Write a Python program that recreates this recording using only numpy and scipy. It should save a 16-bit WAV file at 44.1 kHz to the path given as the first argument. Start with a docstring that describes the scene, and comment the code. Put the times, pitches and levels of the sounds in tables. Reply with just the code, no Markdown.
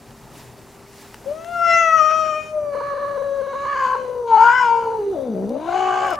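"""Night on a concrete path beside a wall: low band noise, a far engine and wavering machine hum lines.
Fur and paws rustle as filtered noise, and grit ticks under claws as short noise bursts.
A cat then yowls one long, mostly falling caterwaul: jaw-shaped partials under a ringing upper voice.
It starts pure, then a slower second vibration in the throat makes it flutter and the pitch catches.
A second cat joins at the end with three clean partials; dull echoes follow both voices."""
import sys
import numpy as np
from scipy import signal
from scipy.io import wavfile
from scipy.ndimage import uniform_filter1d

SR = 44100
rng = np.random.default_rng(int(sys.argv[2]) if len(sys.argv) > 2 else 0)


def waveform_to_disk(signal):
    """Save audio, clipped to [-1, 1], as 16-bit WAV at the path in sys.argv[1]."""
    frames = np.transpose(np.atleast_2d(signal))
    scaled = np.clip(frames, -1, 1) * 32767
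    samples = np.round(scaled).astype(np.int16)
    wavfile.write(sys.argv[1], SR, samples)


def magnitude_from_level(level_db):
    """Linear magnitude for a level in decibels (20 dB per decade)."""
    exponent = np.asarray(level_db, float) / 20
    return 10 ** exponent


N = 272967

# stereo balance of the night, rustle and hum over pitch: hz, left_right_db
TILT = [(60, 2), (380, 1.5), (2380, -0.5), (15000, 0.5)]
# near the wall the two microphones favour other pitches of the yowl: hz, left_right_db
LEAN = [(190, 4.5), (245, 3), (340, 1), (460, -1), (540, 12.5), (600, 6), (720, 11), (850, 5), (1010, 5),
        (1090, -2), (1170, -6.5), (1240, 10.5), (1330, 6), (1700, 5), (2400, 7), (5000, 6)]


def rms_one(x):
    """Scale to rms 1."""
    return x / np.sqrt(np.mean(x ** 2) + 1e-20)


def in_time(rows):
    """Columns of a curve table, sample by sample."""
    s, *columns = np.transpose(rows)
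    return [np.interp(np.arange(N) / SR, s, c) for c in columns]


def at_hz(points, hz):
    """Read a spectrum on a log frequency axis."""
    return np.interp(np.log(hz), np.log(np.array(points)[:, 0]), np.array(points)[:, 1])


def gate(start_s, end_s, ramp_s):
    """0 outside the call, 1 inside, with straight ramps."""
    t = np.arange(N) / SR
    return np.clip(np.minimum(t - start_s, end_s - t) / ramp_s, 0, 1)


def bumps(rows, width_s):
    """Bell-shaped rises at (s, height)."""
    t = np.arange(N) / SR
    return sum(height * np.exp(-((t - s) / width_s) ** 2) for s, height in rows)


def drift(rate_hz, step=8):
    """Slow chance: noise twice through a one-pole low-pass, made every few samples; spread 1."""
    r = np.exp(-2 * np.pi * rate_hz * step / SR)
    slow = signal.lfilter([1], [1, -2 * r, r * r], rng.standard_normal(N // step + 4002))
    slow = slow[4000:]  # the filter has settled
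    return np.interp(np.arange(N) / step, np.arange(len(slow)), rms_one(slow))


def panned(x, left_right_db):
    """Place a mono sound left or right at constant power."""
    power = magnitude_from_level(left_right_db / 2) ** 2 + magnitude_from_level(-left_right_db / 2) ** 2
    return x * magnitude_from_level(np.outer([.5, -.5], left_right_db)) * np.sqrt(2 / power)


def bandpass(x, edges_hz, order):
    """Butterworth band-pass."""
    return signal.sosfilt(signal.butter(order, edges_hz, "band", fs=SR, output="sos"), x)


def banded_noise(spectrum, patchy_db, lowest_hz):
    """Half-octave bands of stereo noise, each with its level, flicker and likeness; rms 1."""
    # how alike left and right are: hz, likeness_share
    likeness = [(60, 0.88), (240, 0.89), (950, 0.94), (3770, 1), (15000, 0.26)]
    out = 0
    together = drift(6)  # flicker common to all bands
    edges = np.geomspace(lowest_hz, 15900, 1 + round(2 * np.log2(15900 / lowest_hz)))
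    white = rng.standard_normal((2, 2, N))
    for k, (low, high) in enumerate(zip(edges, edges[1:])):
        mid, side = bandpass(white[k % 2], [low, high], 2)
        hz = np.sqrt(low * high)
        alike = np.clip(at_hz(likeness, hz), 0, 1)
        lean = at_hz(TILT, hz) / 2
        gain = magnitude_from_level(at_hz(spectrum, hz) + patchy_db * (together + 0.94 * drift(48)))
        stereo = np.sqrt(1 + alike) * mid + np.sqrt(1 - alike) * side * [[1], [-1]]
        out = out + gain * magnitude_from_level(np.array([[lean], [-lean]])) * stereo
    return rms_one(out)


def formant(hz, centre_hz, width_hz):
    """Gain of a mouth resonance, 1 far below it."""
    return 1 / np.abs(1 - (hz / centre_hz) ** 2 + 1j * hz * width_hz / centre_hz ** 2)


def resonate(x, hz, width_hz):
    """One resonance from a two-pole filter, gain 1 on top."""
    r = np.exp(-np.pi * width_hz / SR)
    return signal.lfilter([(1 - r * r) / 2, 0, (r * r - 1) / 2],
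                          [1, -2 * r * np.cos(2 * np.pi * hz / SR), r * r], x)


def resonate_twice(x, hz, width_hz):
    """The same resonance passed twice, for steeper skirts."""
    return resonate(resonate(x, hz, width_hz), hz, width_hz)


def slide(x, hz, width_hz):
    """A resonance with a moving centre: shift down, low-pass, shift back."""
    turn = np.exp(2j * np.pi * np.cumsum(hz) / SR)
    low = signal.sosfilt(signal.butter(2, width_hz / 2, fs=SR, output="sos"), x / turn)
    return np.real(turn * low)


def evened(x, above_hz):
    """Divide by the running level of the upper band, so that band holds near rms 1."""
    top = signal.sosfilt(signal.butter(4, above_hz, "high", fs=SR, output="sos"), x)
    return x / np.sqrt(uniform_filter1d(top ** 2, size=2000) + 1e-12)


def night():
    """Distant night air: flickering noise bands, mostly low."""
    # colour of the night noise: hz, density_db (per Hz, relative)
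    colour = [(15, -37), (25, 2.5), (119, 4.5), (174, 1), (234, 5.5), (323, 1.5), (390, 1), (584, -0.5),
              (1110, -1.5), (1270, -9.5), (3270, -25), (6410, -23.5), (15600, -29)]
    return magnitude_from_level(-46.5) * banded_noise(colour, patchy_db=1.5, lowest_hz=22.07)


def rumble():
    """A far engine: low noise with a narrow drone at 122 Hz, loudest at the start."""
    # engine level: time_s, level_db
    engine = [(0, -50), (.45, -52.5), (.75, -67), (2.0, -64), (4.0, -69.5), (5.0, -61.5), (6.19, -61)]
    white = rng.standard_normal(N)
    low = bandpass(white, [35, 150], 2) + 5 * resonate(white, 122, 16)
    return panned(magnitude_from_level(in_time(engine)[0]) * rms_one(low), 2.5)


def hum():
    """Narrow lines of a far machine, wavering in level and phase."""
    # hum lines: pitch_hz, level_db
    lines = [(123.8, -60.5), (226.1, -59), (398.4, -55.5), (753.7, -67.5)]
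    t = np.arange(N) / SR
    out = 0
    for hz, db in lines:
        level = np.sqrt(2) * magnitude_from_level(db + 1.35 * drift(2.1))
        tone = np.sin(2 * np.pi * hz * t + 0.44 * drift(1.4))
        out = out + panned(level * tone, at_hz(TILT, hz))
    return out


def rustle():
    """Fur and paws: bright noise bands whose level settles and rises as an animal shifts."""
    # colour of the rustle: hz, density_db (per Hz, relative)
    colour = [(880, -34), (1500, -4), (1740, -1), (2810, -4.5), (3220, -6.5), (5690, -5), (9940, -9.5),
              (11400, 8), (15600, -28.5)]
    # fur and paws settle: time_s, level_db
    settling = [(0, -55), (1.58, -52.5), (2.6, -65), (5.24, -67.5), (6.19, -62.5)]
    # an animal shifts: time_s, half_length_s, rise_db
    stirs = [(0.395, 0.056, 5.5), (1.0, 0.1, 4.5), (4.189, .2, 0.5), (6.021, 0.062, 0)]
    level_db = in_time(settling)[0] + sum(bumps([(s, db)], half_s) for s, half_s, db in stirs)
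    return magnitude_from_level(level_db) * banded_noise(colour, patchy_db=1.0, lowest_hz=1500)


def ticks():
    """Grit under claws: each tick is a broad burst of noise that dies in a few milliseconds."""
    # grit ticks: start_s, level_db, left_right_db, colour_hz (sets both band edges)
    grit = [(.108, -30, -6, 1500), (0.616, -39.5, -6, 3620), (1.1432, -21.5, 3.5, 2530),
            (1.446, -26.5, 8, 3050), (5.493, -36.5, -2, 8240), (6.068, -36.5, 5, 11500),
            (6.1046, -30, 6.5, 10870), (6.135, -35, -1.5, 11240), (6.156, -35, -0.5, 7220)]
    out = np.zeros((2, N))
    fade = np.exp(-np.arange(500) / (.002 * SR))
    bursts = rng.standard_normal((len(grit), 500)) * fade
    for (s, db, pan_db, hz), burst in zip(grit, bursts):
        at = round(s * SR)
        edges = [hz / 6.1, min(hz * 0.91, .45 * SR)]
        out[:, at:at + 500] += panned(magnitude_from_level(db) * bandpass(burst, edges, 1), pan_db)
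    return out


def low_partials(pitch, phase, depth, rough, beat):
    """Four partials shaped by jaw and lips; flutter adds a line above each and a weaker one below."""
    # effort, jaw opening and how pressed the voice is: time_s, effort_db, jaw_hz, tilt_db_per_octave
    voice = [(1.26, -43.5, 583, -13), (1.31, -38.5, 540, -7), (1.39, -42.5, 1130, -9.5),
             (1.45, -46, 922, -4.5), (1.53, -33, 1170, -12), (1.63, -31, 1356, -8.5),
             (1.69, -28.5, 1258, -2), (1.76, -27, 1060, 3), (1.84, -29.5, 1013, 2.8), (1.95, -30, 1188, -2),
             (2.09, -30, 1100, -3), (2.2, -29, 1150, -8), (2.37, -33.7, 1028, -1), (2.46, -48.5, 956, 2.6),
             (2.58, -27.5, 830, -19), (2.7, -32, 850, -13.5), (2.81, -35, 997, -6.5), (3.1, -34, 892, -8),
             (3.32, -30.5, 745, -12.5), (3.62, -37.5, 979, -4), (3.81, -42, 984, 2.0),
             (3.94, -38.5, 943, -3.5), (3.99, -34.6, 805, -8), (4.06, -35.5, 772, -11.5),
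             (4.22, -31, 749, -16.5), (4.26, -32, 835, -15), (4.33, -32.5, 895, -3),
             (4.41, -34.5, 960, 2.5), (4.5, -42.5, 1072, 8.5), (4.59, -45.5, 1162, 8.1),
             (4.66, -37, 1051, 0), (4.75, -33.6, 878, -4.5), (4.8, -32, 840, -10.5),
             (4.95, -28.5, 840, -15.5), (5.05, -31.5, 530, -15.5), (5.11, -30.5, 487, -17),
             (5.14, -30.5, 612.6, -13), (5.22, -46, 547.3, -1.5), (5.3, -30.5, 519, -11.5),
             (5.43, -29, 474, -10), (5.57, -34, 590, -8.5), (5.65, -36.4, 930, -10),
             (5.7, -39.5, 620, -0.0), (5.76, -33, 648, -1.7), (5.9, -39, 641.4, 4), (6.07, -37.5, 653, 0.5),
             (6.13, -40.5, 588, 5.5), (6.16, -59.5, 610, 8)]
    # second mouth resonance, lower as the lips round: time_s, lips_hz
    lips = [(1.31, 2260), (1.56, 2766), (1.84, 2180), (2.09, 2280), (2.2, 2970), (2.37, 2550), (2.58, 2490),
            (2.81, 2016), (3.32, 1790), (3.62, 1950), (3.94, 1500), (4.06, 1843), (4.24, 1850),
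            (4.33, 1164), (4.59, 1488), (4.75, 1160), (4.95, 1716), (5.14, 1786), (5.43, 1204),
            (5.65, 2005), (5.7, 1200), (6.07, 1400), (6.16, 1500)]
    effort_db, jaw_hz, tilt_db = in_time(voice)
    lips_hz, = in_time(lips)
    out = np.zeros((2, N))
    for k, shaken in enumerate((.3, 1.0, 1.2, 1.3)):  # share of the flutter in each partial
        partial_hz = (k + 1) * pitch
        level = formant(partial_hz, jaw_hz, width_hz=80) * formant(partial_hz, lips_hz, width_hz=376)
        level = level * magnitude_from_level(effort_db + tilt_db * np.log2(k + 1) + 2.07 * drift(14.9))
        # a narrow 8 dB dip at 1855 Hz stays in the voice
        level = level * magnitude_from_level(-8 * np.exp(-((partial_hz - 1855) / 82) ** 2))
        # uneven cycles, more so in higher partials
        wobble = 1 + rough * (.12 + .36 * k) * (drift(130) + 1j * drift(130))
        tone = level * np.imag(wobble * (1 + shaken * beat) * np.exp(1j * (k + 1) * phase))
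        tone /= np.sqrt(1 + (shaken * depth) ** 2)
        out += panned(tone, at_hz(LEAN, partial_hz))
    return out


def upper_voice(pitch, phase, rough, beat):
    """High partials and breath ring the steady mouth, the sliding tongue and the nose."""
    # level of the upper partials: time_s, level_db
    upper = [(1.3, -63.5), (1.61, -49.5), (1.71, -32.5), (1.79, -35), (1.92, -43), (2.0, -37.5),
             (2.34, -41.5), (2.51, -50), (2.56, -78), (2.68, -73), (2.75, -55.5), (3.39, -60), (3.85, -40),
             (4.26, -68.5), (4.28, -49.5), (4.43, -36), (4.62, -34), (4.96, -57.5), (5.42, -70.5),
             (5.59, -57), (5.78, -36), (6.09, -36.5), (6.16, -40.5), (6.17, -62)]
    # steady throat and mouth resonances: centre_hz, width_hz (before widening), level_db (relative)
    mouth_rows = [(1500, 220, 7.5), (2240, 510, -1), (2930, 188, 3), (3260, 470, -11.5), (4422, 760, -15),
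                  (5430, 680, -19.5), (6100, 120, -13), (6550, 380, -11), (7270, 540, -15.5),
                  (8380, 800, -29), (9140, 350, -31.5)]
    # a resonance that slides as the tongue moves: time_s, centre_hz, level_db (against the upper level)
    tongue_rows = [(1.5, 4940, -25), (1.63, 5050, -6), (1.72, 5400, -3.5), (1.78, 6100, -5.5),
                   (2.2, 5430, -5.5), (2.45, 5540, -11.5), (2.72, 4330, -5.5), (3.0, 4170, -3),
                   (3.6, 4040, -6), (3.8, 4600, -20), (4.25, 3810, -6.5), (4.45, 4790, -21),
                   (4.6, 5230, -11), (4.75, 4780, -21.5), (5.2, 3660, 1), (5.7, 3950, -10),
                   (5.9, 4600, -40), (6.17, 5190, -8.5)]
    # faint nasal resonances: centre_hz, width_hz, level_db (relative)
    nose_rows = [(4600, 190, -4.5), (6026, 240, -1.5), (9230, 640, -9.5), (9640, 83, -9.5),
                 (13800, 500, -18)]
    upper_db, = in_time(upper)
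    tongue_hz, tongue_db = in_time(tongue_rows)
    pulses = 0
    for k in range(5, 40):
        below_top = np.clip(12000 / pitch - k, 0, 1)  # partials end near 12 kHz
        level = magnitude_from_level(3.5 * drift(14, step=64)) * below_top
        pulses = pulses + level * np.cos(k * phase + .7 * k * k)
    air = rng.standard_normal(N) * (1 + np.cos(phase))  # breath through the glottis each cycle
    source = (rms_one(pulses) + (.02 + 6 * rough) * air) * np.abs(1 + .35 * beat)
    mouth = 0
    for k, (hz, width, db) in enumerate(mouth_rows):
        # neighbours alternate in sign
        mouth = mouth + (-1) ** k * magnitude_from_level(db) * resonate_twice(source, hz, 1.32 * width)
    mouth = evened(mouth, 2700)
    tongue = evened(slide(source, tongue_hz, width_hz=550), 2700)
    nose = evened(sum(magnitude_from_level(db) * resonate_twice(source, hz, width) for hz, width, db in nose_rows), 2700)
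    mix = magnitude_from_level(upper_db - 8) * mouth + magnitude_from_level(upper_db + tongue_db) * tongue + magnitude_from_level(-66.5) * nose
    return panned(mix, LEAN[-1][1])


def yowl():
    """The throat: a jittering pitch with catches and cracks, and a slower second vibration that flutters."""
    # pitch of the yowl: time_s, pitch_hz
    melody = [(1.26, 522), (1.29, 570), (1.36, 635), (1.51, 699.3), (1.63, 683.7), (1.79, 672.5),
              (1.91, 644.7), (1.95, 645.5), (2.02, 619.8), (2.17, 634.6), (2.34, 614), (2.52, 619.5),
              (2.71, 573), (2.87, 569), (3.09, 568.2), (3.41, 548.7), (3.71, 561.8), (3.87, 513.5),
              (3.97, 517.7), (4.22, 481.4), (4.37, 440.9), (4.58, 507.7), (4.68, 467.7), (4.97, 450.6),
              (5.02, 406), (5.12, 395.5), (5.17, 282.7), (5.25, 256.4), (5.33, 210.2), (5.35, 187.1),
              (5.38, 185), (5.46, 201), (5.61, 304.5), (5.67, 336.4), (5.77, 373.7), (6.08, 375.5),
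              (6.11, 369), (6.16, 306)]
    # second vibration and uneven cycles: time_s, flutter_depth (share), roughness (share)
    throat = [(2.69, 0, .03), (2.73, .3, .3), (3.12, .3, .25), (3.3, .1, .12), (3.6, .15, .14),
              (3.75, .45, .24), (4.0, .6, .25), (4.25, .55, .18), (4.33, .15, .13), (4.5, .35, .19),
              (4.72, .15, .1), (4.85, .55, .22), (5.2, .5, .26), (5.35, .75, .25), (5.6, .65, .4),
              (5.75, .55, .22), (6.0, .75, .22), (6.17, .6, .4)]
    # the pure voice cracks briefly: time_s, added_roughness (share)
    cracks = [(1.985, .1), (2.11, .12), (2.265, .07)]
    # catches, a cycle or two are drawn out: time_s, pitch_drop (share of pitch)
    catches = [(2.753, 0.12), (2.812, 0.2), (2.939, 0.066), (2.981, 0.12), (3.178, 0.094), (3.221, .1),
               (3.417, 0.089), (3.47, 0.081), (3.535, .14), (3.55, 0.101), (3.658, 0.0907), (3.761, 0.071),
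               (3.868, 0.075), (3.955, .12), (4.377, 0.082), (6.135, 0.1)]
    pitch, = in_time(melody)
    depth, rough = in_time(throat)
    rough = rough + bumps(cracks, width_s=.017)
    flutter_hz = 62.9 * (1 + 0.0376 * drift(10.0))
    flutter = 2 * np.pi * np.cumsum(flutter_hz) / SR
    jitter = .003 * drift(20) + rough * .08 * drift(250)
    phase = 2 * np.pi * np.cumsum(pitch * (1 - bumps(catches, width_s=.0045) + jitter)) / SR
    # unequal sidebands: the flutter moves part level, part pitch
    beat = depth * magnitude_from_level(2.0 * drift(10)) * (np.exp(1j * flutter) - .3 * np.exp(-1j * flutter))
    voice = low_partials(pitch, phase, depth, rough, beat) + upper_voice(pitch, phase, rough, beat)
    return np.sqrt(2) * voice * gate(1.255, 6.165, 0.0085)


def answer():
    """The second cat: three clean partials on a mostly rising pitch."""
    # second cat's call: time_s, pitch_hz, level_db
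    call = [(5.93, 463.2, -26), (5.986, 542, -37.5), (6.048, 567, -27), (6.108, 542, -31.5),
            (6.154, 593, -44), (6.19, 603, -27)]
    # its three partials, lowest first: level_db (relative)
    partials_db = [-7.5, 0, -14.5]
    pitch, level_db = in_time(call)
    phase = 2 * np.pi * np.cumsum(pitch * (1 + 0.018 * drift(30))) / SR
    tone = sum(magnitude_from_level(db) * np.sin((k + 1) * phase) for k, db in enumerate(partials_db))
    # the gate closes after the scene ends
    return panned(np.sqrt(2) * magnitude_from_level(level_db) * tone * gate(5.93, 6.3, 0.081), 1.1)


def echoes(x):
    """A few dull echoes from ground and walls: low-passed copies, delayed apart left and right."""
    # echoes: left_delay_s, level_db, right_delay_s
    bounces = [(.004, -23.5, .0052), (.019, -18, .023), (.041, -22.5, .037), (.083, -16, 0.11)]
    dull = signal.lfilter([.4], [1, -.6], x.mean(axis=0))
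    out = np.zeros((2, N))
    for left, db, right in bounces:
        for side, lag in enumerate((round(left * SR), round(right * SR))):
            out[side, lag:] += magnitude_from_level(db) * dull[:N - lag]
    return out


def scene():
    """Night, rustle and ticks around the two cats and their echoes."""
    cats = yowl() + answer()
    return night() + rumble() + hum() + rustle() + ticks() + cats + echoes(cats)


def top_cut(x):
    """Nothing passes above the cut-off."""
    return signal.sosfilt(signal.butter(12, 15750, fs=SR, output="sos"), x)


def record(dry):
    """Peaks are rounded by a tanh curve, which also lifts quiet sound by about 1 dB."""
    rounded = 3.43 * np.tanh(dry / 2.97)
    return top_cut(rounded)


dry = scene()
out = record(dry)
waveform_to_disk(out)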